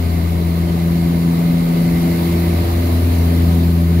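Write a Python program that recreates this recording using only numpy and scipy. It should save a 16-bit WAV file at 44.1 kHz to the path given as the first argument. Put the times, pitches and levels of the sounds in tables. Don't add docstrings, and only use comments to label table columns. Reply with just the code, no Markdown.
import sys
import numpy as np
from scipy import signal
from scipy.fft import rfft, irfft, next_fast_len
from scipy.io import wavfile
from scipy.ndimage import uniform_filter1d, map_coordinates

SR = 44100
rng = np.random.default_rng(int(sys.argv[2]) if len(sys.argv) > 2 else 0)


def transcribe(signal):
    frames = np.atleast_2d(signal).T
    limited = np.clip(frames, -1, 1)
    pcm = np.round(limited * 32767).astype(np.int16)
    wavfile.write(sys.argv[1], SR, pcm)


N = 176400

BLADE_HZ, BEAT_HZ, DRIFT_HZ = 84.76, .16, 0.048
WHINE_HZ, WHINE_DRIFT_HZ, WHINE_FLUTTER_DB = 9418, 3, 2.5
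SING_HZ, SING_WIDTH_HZ, SING_FLUTTER_DB, SING_WAVER_DEPTH = 2093, 125, 1.5, 1.4
RUMBLE_DB, RUSH_DB, SING_DB, HISS_DB = -24.5, -31, -49, -36.5
RUMBLE_FOLLOWS, HISS_FOLLOWS = 0.75, 1.17

# t/s, level/dB
SWELL = [(0, -1), (.5, -1.5), (1.1, -0.6), (1.6, 0), (2.05, 1.96), (2.35, 2), (2.75, 2), (3.1, 1.63),
         (3.5, 0.74), (3.85, -1), (4, -0.8)]
# t/s, level/dB
SING_WAVER = [(0, 1), (.8, 3), (1.4, 2), (1.65, 3), (2, 5), (2.45, 6), (2.9, 0.5), (3.3, 2.5), (3.75, -6.5),
              (4, 3)]
# offset/blade rates, level/dB
WHINE = [(-1, -67), (0, -64.5), (1, -63.5)]
# f/Hz, width/Hz, level/dB, left-right/dB
CABIN_MODES = [(579, 20, -42.5, -13), (746, 37, -46.5, 9), (949.5, 27, -51.5, 4), (1239, 50, -53.5, 11),
               (1515, 20, -56, -2)]
# f/Hz, relative level/dB
RUMBLE_SPECTRUM = [(15, -13), (28, -19), (42, -14.5), (56, 0.5), (68, -2), (95, 0), (130, -3.5), (200, 0),
                   (250, -2.5), (305, -4), (390, -6.5), (480, -11.5), (700, -29), (1500, -80)]
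RUSH_SPECTRUM = [(40, -45), (150, -12), (300, -10), (430, -5.5), (490, -6), (620, -3), (760, -5.5),
                 (840, -11), (960, -10), (1200, -9.5), (1400, -16.5), (1580, -16.5), (1800, -13.5),
                 (2700, -18), (3300, -19.5), (3900, -16.5), (4600, -18.5), (5900, -26.5), (7300, -25.5),
                 (8400, -30.5), (10000, -38), (16000, -65)]
HISS_SPECTRUM = [(6000, -45), (8600, -16), (9100, -4), (9450, 1.5), (10200, -3), (11500, 1.5), (12500, 2),
                 (13400, -2.5), (14000, 2), (15000, 3), (15700, -1.5)]
# f/Hz, left-right/dB
AIR_BALANCE = [(100, 3), (240, 0.5), (320, 5), (480, 6.5), (590, 5.5), (680, -1), (820, 12.5), (1050, -1.5),
               (1300, 3), (1600, -3), (2100, 8), (2500, -6), (3500, 0), (4400, -8), (5800, 2), (7000, -1.5),
               (8500, 5), (9500, -4.5), (10500, -2.5), (11600, -3.5), (13200, -12.5), (14200, -3),
               (15500, -3)]
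# f/Hz, left-right correlation
RUMBLE_CORRELATION = [(30, .97), (150, .99), (400, .95)]
RUSH_CORRELATION = [(350, -0.33), (510, -0.89), (680, .25), (820, -0.44), (950, -0.12), (1300, -0.62),
                    (1500, 0.04), (1700, -0.22), (2100, 0.1), (2500, .45), (3000, 0.0011), (3700, -0.57),
                    (4200, 0.39), (5000, -0.04), (15000, -0.094)]
# level/dB, second propeller relative level/dB, t/s of the dip,
# left-right/dB, lag of the left dip/s, dB per dB of swell
HARMONICS = [(-18.5, -0.2, 1.75, 2.2, 0.25, 1.5), (-19.5, -3, 2.88, 0.7, 0.013, 0.77),
             (-28.5, -3.5, 2.513, 3.5, 0, 1.3), (-33, -5, 1.61, 2.5, 0, 1.9),
             (-44, -10, 1.15, 3, 0.027, 2.5), (-49.5, -5.5, 1.19, 16, 0.027, 2.5),
             (-49, -10, 1.34, -3, 0, 1.5)]


def amp(db):
    return 10 ** (np.asarray(db) / 20)


def unit(x):
    return x / np.sqrt(np.mean(x ** 2) + 1e-20)


def along(points, hz):
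    f, v = np.transpose(points)
    return np.interp(np.log(hz + 1), np.log(f + 1), v)


def wobble(rate):
    knots = rng.standard_normal(int(N * rate / SR) + 4)
    return map_coordinates(knots, [np.arange(N) * rate / SR], mode="mirror")


def filtered(x, response):
    m = next_fast_len(N + SR // 2)
    return irfft(rfft(x, m) * response(np.fft.rfftfreq(m, 1 / SR)), m)[..., :N]


def pan(side_db):
    gains = amp(np.array([[1], [-1]]) * side_db / 2)
    return gains / np.sqrt(np.mean(gains ** 2, axis=0))


def resonance(hz, width_hz):
    white = rng.standard_normal(N)
    return unit(filtered(white, lambda f: f / (f + hz) / (1 + ((f - hz) / width_hz) ** 2)))


def air_noise(spectrum, correlation, patchy_db):
    white = signal.stft(rng.standard_normal((2, N)), nperseg=512)[2]
    patches = uniform_filter1d(rng.standard_normal(white.shape[1:]), size=7, axis=0)
    patches = unit(uniform_filter1d(patches, size=8, axis=1))
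    pair = signal.istft(white * amp(patchy_db * patches), nperseg=512)[1][:, :N]

    def mid_side_gains(hz):
        spread = np.arccos(np.clip(along(correlation, hz), -1, 1)) / 2
        return amp(along(spectrum, hz)) * [np.cos(spread), np.sin(spread)]

    mid, side = filtered(pair, mid_side_gains)
    stereo = np.array([mid + side, mid - side])
    return unit(filtered(stereo, lambda hz: pan(along(AIR_BALANCE, hz))))


def turbine(t, swell_db):
    cycles = np.cumsum(WHINE_HZ + WHINE_DRIFT_HZ * wobble(12)) / SR
    whine = np.zeros((2, N))
    for offset, db in WHINE:
        flutter_db = WHINE_FLUTTER_DB * np.array([wobble(24), wobble(15)])
        phase = 2 * np.pi * (cycles + offset * BLADE_HZ * t + rng.random((2, 1)))
        whine += amp(db + swell_db + flutter_db) * np.sin(phase)
    return np.sqrt(2) * whine


def airframe(swell_db):
    hum = sum(amp(db) * pan(side_db) * resonance(hz, width_hz)
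              for hz, width_hz, db, side_db in CABIN_MODES)
    rumble = amp(RUMBLE_DB) * air_noise(RUMBLE_SPECTRUM, RUMBLE_CORRELATION, patchy_db=1.13)
    return amp(RUMBLE_FOLLOWS * swell_db) * (rumble + hum)


def slipstream(t, swell_db, hiss_lag_s=0.095, wake_db=0.6):
    rush_gain = amp(RUSH_DB + swell_db + .22 * wobble(23.7))
    rush = rush_gain * air_noise(RUSH_SPECTRUM, RUSH_CORRELATION, patchy_db=0.93)
    waver_db = SING_WAVER_DEPTH * np.interp(t, *np.transpose(SING_WAVER))
    sing_gain = amp(SING_DB + waver_db + SING_FLUTTER_DB * wobble(20))
    sing = sing_gain * pan(side_db=-1.5) * resonance(SING_HZ, SING_WIDTH_HZ)
    hiss_gain = amp(HISS_DB + HISS_FOLLOWS * np.interp(t - hiss_lag_s, t, swell_db))
    hiss = hiss_gain * air_noise(HISS_SPECTRUM, correlation=[(10000, 0)], patchy_db=1.05)
    wake = amp(wake_db * np.sin(2 * np.pi * BLADE_HZ * t))
    return wake * (rush + sing + hiss)


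def propellers(t, swell_db):
    ears = np.array([[.5], [-.5]])
    cycles = np.cumsum(BLADE_HZ + DRIFT_HZ * wobble(7)) / SR
    drone = np.zeros((2, N))
    for k, (db, second_db, dip_s, side_db, lag_s, follows) in enumerate(HARMONICS, 1):
        slip = BEAT_HZ * (t - dip_s - ears * lag_s) / 2
        first = np.cos(2 * np.pi * k * (cycles + slip))
        second = amp(second_db) * np.cos(2 * np.pi * k * (cycles - slip))
        flutter_db = 0.2251 * k * wobble(10)
        drone += amp(db + follows * swell_db + flutter_db) * pan(side_db) * (second - first)
    return np.sqrt(2) * drone


def scene():
    t = np.arange(N) / SR
    swell_db = np.interp(t, *np.transpose(SWELL))
    return propellers(t, swell_db) + airframe(swell_db) + slipstream(t, swell_db) + turbine(t, swell_db)


def record(dry, top_hz=15730):
    return filtered(dry, lambda hz: hz < top_hz)


dry = scene()
out = record(dry)
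transcribe(out)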